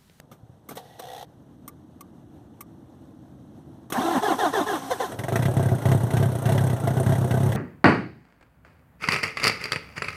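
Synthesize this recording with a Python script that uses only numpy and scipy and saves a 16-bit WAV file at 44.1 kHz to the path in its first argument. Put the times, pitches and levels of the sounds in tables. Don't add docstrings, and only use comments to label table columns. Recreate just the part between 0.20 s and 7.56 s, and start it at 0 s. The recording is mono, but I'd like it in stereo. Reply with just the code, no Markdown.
import sys
import numpy as np
from scipy import signal
from scipy.fft import rfft, irfft, next_fast_len
from scipy.io import wavfile
from scipy.ndimage import uniform_filter1d

SR = 44100
rng = np.random.default_rng(int(sys.argv[2]) if len(sys.argv) > 2 else 0)


def wav_out(sig):
    wavfile.write(sys.argv[1], SR, np.round(np.clip(np.atleast_2d(sig).T, -1, 1) * 32767).astype(np.int16))


N = 324576
TIME = np.arange(N) / SR
N_FFT = next_fast_len(N + 4096)
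BIN_HZ = np.fft.rfftfreq(N_FFT, 1 / SR)


def gain(db):
    return 10 ** (np.asarray(db) / 20)


def unit_rms(x):
    return x / np.sqrt(np.mean(x ** 2) + 1e-20)


def noise():
    return rng.standard_normal(N)


def at_hz(points, hz):
    f, value = np.transpose(points)
    return np.interp(np.log(hz + 1), np.log(f + 1), value)


def envelope(points):
    return gain(np.interp(TIME, *np.transpose(points)))


def colour(x, points):
    return irfft(rfft(x, N_FFT) * gain(at_hz(points, BIN_HZ)))[:N]


def ring(x, modes):
    return sum(gain(db) * signal.lfilter(*signal.iirpeak(hz, hz / width, SR), x)
               for hz, width, db in modes)


def strikes(times_s, size):
    train = np.zeros(N + SR)
    np.add.at(train, np.round(np.asarray(times_s) * SR).astype(int), size)
    return train[:N]


def bursts(train, t60_s, rise_s=0.0018):
    t = np.arange(SR // 4) / SR
    shape = gain(-60 * t / t60_s) * (1 - np.exp(-t / rise_s))
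    return signal.oaconvolve(train, shape)[:N] * noise()


def swells(rows, rise_db_per_s, fall_db_per_s, rest_db):
    level_db = np.full(N, float(rest_db))
    for s, length, start_db, end_db, *_ in rows:
        corners_s = [s - 1, s, s + length, s + length + 1]
        corners_db = [start_db - rise_db_per_s, start_db, end_db, end_db - fall_db_per_s]
        level_db = np.maximum(level_db, np.interp(TIME, corners_s, corners_db))
    return level_db


# frequency in Hz, gain in dB.
RUMBLE_SPECTRUM = [(70, -2.5), (130, 0.5), (250, -14), (450, -15), (750, -17), (1200, -27.5), (2000, -33),
                   (4500, -41), (13000, -47)]
# time in seconds, relative level in dB.
RUMBLE_LEVELS = [(0, -49), (2.9, -47), (3.7, -46)]
WHIRR_LEVELS = [(.95, -59.5), (1.2, -46.5), (3.7, -44)]


def background():
    lumps = gain(unit_rms(uniform_filter1d(noise(), 2500)))
    rumble = unit_rms(colour(noise(), RUMBLE_SPECTRUM))
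    whirr = unit_rms(colour(noise(), [(170, 0), (320, 4.5), (390, -12.5), (800, -66)]))
    return envelope(RUMBLE_LEVELS) * lumps * rumble + envelope(WHIRR_LEVELS) * whirr


# start in seconds, relative level in dB, relative thud gain in dB, T60 in seconds.
RELAY_CLICKS = [(0.114, -40.5, 6, 0.13), (0.488, -23.5, -8, 0.083), (0.507, -36.5, 9.5, 0.13),
                (0.554, -31.5, -2, 0.11), (0.567, -31, -20, 0.07), (0.796, -23, -8, 0.029),
                (1.478, -19, -28, 0.036), (1.808, -22, -40, 0.026), (2.407, -19.5, -39, 0.038),
                (3.701, -23, -1, 0.044), (3.7225, -15.5, -3, 0.055)]
# frequency in Hz, width in Hz, gain in dB.
CASE_MODES = [(1135, 32, -2.5), (1193, 20, -8), (2115, 68, -8)]
# frequency in Hz, gain in dB.
SNAP_SPECTRUM = [(300, -27), (2000, -40), (4500, -7.5), (9300, -3), (11500, -5), (13500, 2)]


def relays():
    sound = np.zeros(N)
    for s, db, thud_db, t60_s in RELAY_CLICKS:
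        snap = bursts(strikes([s], gain(db)), t60_s, rise_s=0.0011)
        case = ring(gain(12) * snap + strikes([s + 0.001144], gain(db + 31)), CASE_MODES)
        thud = gain(thud_db + 15) * ring(snap, [(240, 206, 0)])
        sound += 0.52 * colour(snap, SNAP_SPECTRUM) + case + thud
    return sound


# start in seconds, relative level in dB.
SOFT_BUMPS = [(0.232, -28.5), (0.295, -29.5)]


def bumps(hz=116, decay_s=0.0035):
    sound = np.zeros(N)
    for s, db in SOFT_BUMPS:
        age_s = np.maximum(TIME - s, 0)
        sound += 625 * gain(db) * age_s * np.exp(-age_s / decay_s) * np.sin(2 * np.pi * hz * age_s)
    return sound


# time in seconds, relative level in dB.
PUMP_LEVELS = [(.57, -25), (.61, -45), (.785, -46), (.797, -27.5), (.815, -43.5), (1.03, -40), (1.05, -56)]
# frequency in Hz, gain in dB.
BUZZ_SPECTRUM = [(250, -42), (750, 0.5), (1300, -8.5), (3500, -7), (8000, -19.5), (13000, -19)]
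# frequency in Hz, width in Hz, gain in dB.
SHELL_MODES = [(498, 59, 3), (742, 204, 2), (1924, 61, -1.5)]


def pump(stroke_hz=63.5, loaded_s=0.8228):
    count = np.ceil(stroke_hz * np.maximum(TIME - loaded_s, 0))
    strokes = np.diff(count, prepend=0) * gain(0.51 * noise())
    rattle = 10 * strokes + bursts(strokes, t60_s=0.045, rise_s=0.0008)
    rasp = noise()
    shell = unit_rms(ring(ring(rattle + 0.36 * rasp, SHELL_MODES), SHELL_MODES))
    buzz = unit_rms(colour(rattle + 0.3 * rasp, BUZZ_SPECTRUM))
    on = (TIME > PUMP_LEVELS[0][0]) & (TIME < PUMP_LEVELS[-1][0])
    return on * envelope(PUMP_LEVELS) * (shell + 0.75 * buzz)


ENGAGE_S, RELEASE_S = 3.722, 4.87
# frequency in Hz, gain in dB.
IMPACT_SPECTRUM = [(500, -43), (1200, -4), (2400, -1.5), (4500, -15.5), (9300, -16.5), (14000, -17.5)]


def pinion_clack():
    hit = strikes([ENGAGE_S + 0.00068], gain(-11.5))
    return colour(bursts(hit, t60_s=0.085, rise_s=0.0003), IMPACT_SPECTRUM)


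# start and length in seconds, load at start and end in dB, full-speed tooth rate in Hz.
CRANK_STROKES = [(3.746, 0.23, -29, -26.5, 339.1), (4.028, 0.097, -25, -25, 417),
                 (4.191, 0.073, -24.5, -24, 443), (4.339, 0.071, -24.5, -26, 442.6),
                 (4.469, .085, -29.5, -27, 430.3), (4.712, 0.045, -20.5, -41, 533.7),
                 (4.805, 0.05, -25.5, -34, 524.4)]


def cranking(spin_up_s=0.13, sag_share=0.38, sag_lead_s=0.06, sag_s=0.09):
    load_db = swells(CRANK_STROKES, rise_db_per_s=1400, fall_db_per_s=350, rest_db=-43)
    load_db -= 200 * np.maximum(TIME - RELEASE_S, 0)
    start_s, length_s, _, _, top_hz = np.transpose(CRANK_STROKES)
    stroke = np.clip(np.searchsorted(start_s - 0.015, TIME) - 1, 0, None)
    compression = np.clip((TIME - (start_s + length_s)[stroke] + sag_lead_s) / sag_s, 0, 1)
    sag = sag_share * np.sin(np.pi / 2 * compression) ** 2
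    spin = 0.45 + 0.55 * np.sin(np.pi / 2 * np.clip((TIME - ENGAGE_S) / spin_up_s, 0, 1)) ** 2
    return load_db, uniform_filter1d(top_hz[stroke] * spin * (1 - sag), 1100)


# frequency in Hz, gain in dB.
BELLHOUSING_RESPONSE = [(180, -21), (240, 2), (430, -6.5), (530, -2.5), (800, 2.5), (1300, -8),
                        (1750, -4.5), (2400, -20), (3600, -15), (4600, -24.5)]
GRIND_SPECTRUM = [(75, -26), (110, -12), (160, -29), (250, -14), (1200, -12.5), (3600, -23.5), (6000, -24),
                  (13500, -30)]
# frequency in Hz, width in Hz, gain in dB.
HOUSING_MODES = [(757, 177, 21), (1029, 74, 18)]


def starter():
    load_db, tooth_hz = cranking()
    teeth = np.cumsum(tooth_hz * (1 + 0.55 * uniform_filter1d(noise(), 500))) / SR
    order = np.arange(1, 14)[:, None]
    flutter = 1 + 9.5 * uniform_filter1d(rng.standard_normal((N, 13)).T, 250)
    order_db = at_hz(BELLHOUSING_RESPONSE, order * tooth_hz)
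    order_db += 11.33 * (order == 1) + 6.7 * (order % 4 == 0)
    tones = np.sin(2 * np.pi * (order * teeth + rng.random((13, 1))))
    groan = gain(0.093 * (load_db + 27)) * (gain(order_db) * flutter * tones).sum(0)
    puffs = (0.5 + np.exp(-(teeth % 1) / 0.51)) * noise()
    housing = unit_rms(ring(ring(puffs, HOUSING_MODES), HOUSING_MODES))
    grind = unit_rms(colour(puffs, GRIND_SPECTRUM)) * gain(0.4 * load_db - 21.7)
    on = (TIME > ENGAGE_S) & (TIME < RELEASE_S + 0.08)
    return on * (gain(load_db) * (0.98 * housing + 0.67 * groan) + grind)


# frequency in Hz, gain in dB.
FAN_SPECTRUM = [(40, 2), (250, 2.5), (750, -2), (1200, -13.5), (2000, -18.5), (4500, -29), (15000, -28.5)]


def fan_hiss(fire_s, fuel_db):
    level_db = 0.83 * (uniform_filter1d(np.maximum(fuel_db, -17), 2000) + 15.5) - 30
    since_s = TIME - fire_s[np.clip(np.searchsorted(fire_s, TIME) - 1, 0, None)]
    pulse_db = 3 - 170 * np.clip(since_s, 0, 0.05)
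    return unit_rms(colour(noise(), FAN_SPECTRUM)) * gain(level_db + pulse_db)


def gear_whine(fire_s, fuel_db, cycles_per_firing=47.5, width_hz=40):
    fired = uniform_filter1d(np.interp(TIME, fire_s, np.arange(len(fire_s))), 7000)
    fuzz = unit_rms(signal.lfilter([1], [1, -np.exp(-np.pi * width_hz / SR)], noise()))
    return gain(0.68 * fuel_db - 32.86) * fuzz * np.sin(2 * np.pi * cycles_per_firing * fired)


# base frequency in Hz, width in Hz, gain in dB.
INTAKE_MODES = [(106, 17.4, 1), (118.3, 17.7, 5)]
PIPE_TUNING = [1.054, 0.964, 1.104, 0.975]


def intake_thump(fire_s, level_db):
    cylinder = np.arange(len(fire_s)) % len(PIPE_TUNING)
    pipes = np.zeros(N)
    for k, ratio in enumerate(PIPE_TUNING):
        gulps = strikes(fire_s + 0.00192, gain(level_db) * (cylinder == k))
        pipes += ring(gulps, np.multiply(INTAKE_MODES, [ratio, 1, 1]))
    return gain(49) * ring(pipes, [(130, 94, 0.5), (227, 124, -8.5)])


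# frequency in Hz, width in Hz, gain in dB.
BLOCK_MODES = [(220, 13, 8.5), (368, 16.3, 12.5), (562, 30.1, 1.5), (665.5, 29.3, 6.5), (760, 17, -17)]


def block_drum(fire_s, level_db):
    blows = strikes(fire_s, gain(level_db))
    block = ring(gain(25.5) * blows + 0.8 * bursts(blows, t60_s=0.08), BLOCK_MODES)
    return gain(16) * ring(block, [(600, 450, 0)])


# frequency in Hz, width in Hz, gain in dB.
HEAD_MODES = [(1613, 39, -4), (1870, 81, -4), (1967, 52, 6), (3365, 20, -10)]


def knock(fire_s, level_db):
    hits = strikes(fire_s + 0.000975, gain(level_db))
    rap = bursts(hits, t60_s=0.084, rise_s=0.000089)
    return gain(5) * (colour(rap, IMPACT_SPECTRUM) + ring(rap + 22 * hits, HEAD_MODES))


def injector_tick(fire_s, level_db):
    return ring(bursts(strikes(fire_s, gain(level_db)), t60_s=0.036), [(8940, 1670, -0.34)])


# time in seconds, relative knock and drum levels in dB, thump offset in dB.
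HARD_FIRINGS = [(4.9195, -32.5, -33, 0), (4.9886, -24, -34, 3.5), (5.036, -26.5, -25.5, -1),
                (5.083, -24, -23, -1), (5.1223, -26, -19, -3.5), (5.1567, -16.5, -20, -3.5),
                (5.223, -23.5, -32, -2), (5.2536, -21.5, -27, 2), (5.2832, -50, -19, 2),
                (5.3667, -26, -24, 4), (5.3958, -36, -19.5, 1.5), (5.427, -28.5, -28, -2),
                (5.457, -34, -26, 4), (5.487, -29, -32, 2.5), (5.5162, -49, -21, 3.5),
                (5.619, -33, -35, -1), (5.6545, -22.5, -18.5, 1), (5.7158, -20, -17.5, 0.5),
                (5.747, -43, -22.5, 1.5), (5.834, -44, -25, -2), (5.905, -25.5, -26, -3),
                (5.9352, -29, -26.5, 0), (5.968, -21.5, -25, 0), (5.998, -33, -24, 1.5),
                (6.0265, -24, -18.5, 1), (6.2556, -21, -25.5, -1), (6.29, -22, -18.5, -2),
                (6.32, -23, -21.5, 0.5), (6.3775, -21, -27.5, -0.5), (6.498, -26, -31, -0.5),
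                (6.6725, -23.5, -17.5, 0.5), (6.7988, -46, -21, -1), (6.8626, -28, -26, -0.5),
                (6.922, -23.5, -19.5, -1), (7.0428, -32, -19.5, 0), (7.1081, -23, -26.5, -1),
                (7.1721, -34, -19.5, -0.5), (7.3193, -24, -26.5, -5.5)]


def firings(fuel_db, flywheel_s=0.05, base_hz=24, pull_hz=43, run_up_end_s=5.2):
    pole = np.exp(-1 / (flywheel_s * SR))
    firing_hz = base_hz + pull_hz * signal.lfilter([1 - pole], [1, -pole], gain(fuel_db))
    firing_hz -= 30 * np.clip(run_up_end_s - TIME, 0, 0.5)
    cycles = np.cumsum(firing_hz) / SR
    marks = np.interp([row[0] for row in HARD_FIRINGS], TIME, cycles)
    hard = np.cumsum(np.round(np.diff(marks, prepend=marks[0]))).astype(int)
    count = np.interp(cycles, [*marks, marks[-1] + 10], [*hard, hard[-1] + 10])
    count += np.minimum(cycles - marks[0], 0)
    return np.interp(np.arange(int(count[-1]) + 1), count, TIME), hard


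# start and length in seconds, relative fuel level at start and end in dB.
GOVERNOR_SURGES = [(5.12, 0.15, -13.5, -14), (5.362, 0.089, -15.5, -13.5), (5.51, 0.014, -14, -12.5),
                   (5.653, 0.1, -10.5, -11.5), (5.835, 0.013, -10, -19.5), (5.936, 0.11, -11.5, -12.5),
                   (6.085, 0.06, -19, -16.5), (6.256, 0.27, -11, -14.5), (6.635, 0.065, -15.5, -12.5),
                   (6.767, 0.04, -10, -14.5), (6.861, 0.18, -10, -15), (7.105, 0.29, -12.5, -15)]


def engine(catch_s=4.92):
    surge_db = swells(GOVERNOR_SURGES, rise_db_per_s=333, fall_db_per_s=238, rest_db=-23)
    fuel_db = np.minimum(surge_db, -34 + 104 * (TIME - catch_s))
    fire_s, hard = firings(fuel_db)
    charge_db = np.interp(fire_s, TIME, fuel_db)
    scatter = rng.standard_normal((100, 5))[:len(fire_s)].T
    gulp_db = 1.5 * scatter[0]
    drum_db = 0.7 * charge_db - 18.5 + 1.8 * scatter[1]
    knock_db = 0.5 * charge_db - 26.5 + 2.2 * scatter[2]
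    _, knock_db[hard], drum_db[hard], gulp_db[hard] = np.transpose(HARD_FIRINGS)
    sound = intake_thump(fire_s, charge_db + gulp_db) + block_drum(fire_s, drum_db)
    sound += knock(fire_s, knock_db) + injector_tick(fire_s, -26 + 3.9 * scatter[4])
    running = np.clip((TIME - 4.85) / 0.13, 0, 1)
    return sound + running * (fan_hiss(fire_s, fuel_db) + gear_whine(fire_s, fuel_db))


# frequency in Hz, left minus right in dB.
PORT_BALANCE = [(60, 3.5), (130, 7), (270, 2.5), (450, -1.5), (800, 3), (2500, -2), (9000, 5.5),
                (12200, -0.5), (14000, -6.5)]
# frequency in Hz, extra phase lead on the right in radians.
PORT_PHASE = [(40, 3), (130, 1.29), (300, 0.4057), (600, -0.88), (1200, -3), (2500, -3)]


def ports(x, right_lead_s=18 / SR):
    half_balance = gain(at_hz(PORT_BALANCE, BIN_HZ) / 2)
    lead = np.exp(1j * (2 * np.pi * BIN_HZ * right_lead_s + at_hz(PORT_PHASE, BIN_HZ)))
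    return irfft(rfft(x, N_FFT) * np.array([half_balance, lead / half_balance]))[:, :N]


def bay_scatter(x):
    hz, frames, spectrum = signal.stft(x, SR, nperseg=256)
    draws = rng.standard_normal((len(frames), len(hz), 4)).T
    treble_tilt = ((hz + 250) / (hz + 3000))[:, None]
    scattered = spectrum * (draws[::2] + 1j * draws[1::2]) * treble_tilt
    return np.roll(signal.istft(scattered, SR, nperseg=256)[1], 128, axis=1)[:, :N]


def scene():
    sound = starter() + pinion_clack() + engine() + relays() + bumps() + pump() + background()
    return ports(sound) + bay_scatter(sound)


def record(dry):
    response_hz_db = [(25, -17.5), (70, -2), (13800, -2), (15500, -16)]
    drooped = np.array([colour(x, response_hz_db) for x in dry])
    lowpass = signal.firwin(511, 15500, window=("kaiser", 9), fs=SR)
    return signal.oaconvolve(drooped, lowpass[None], "same")


dry = scene()
out = record(dry)
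wav_out(out)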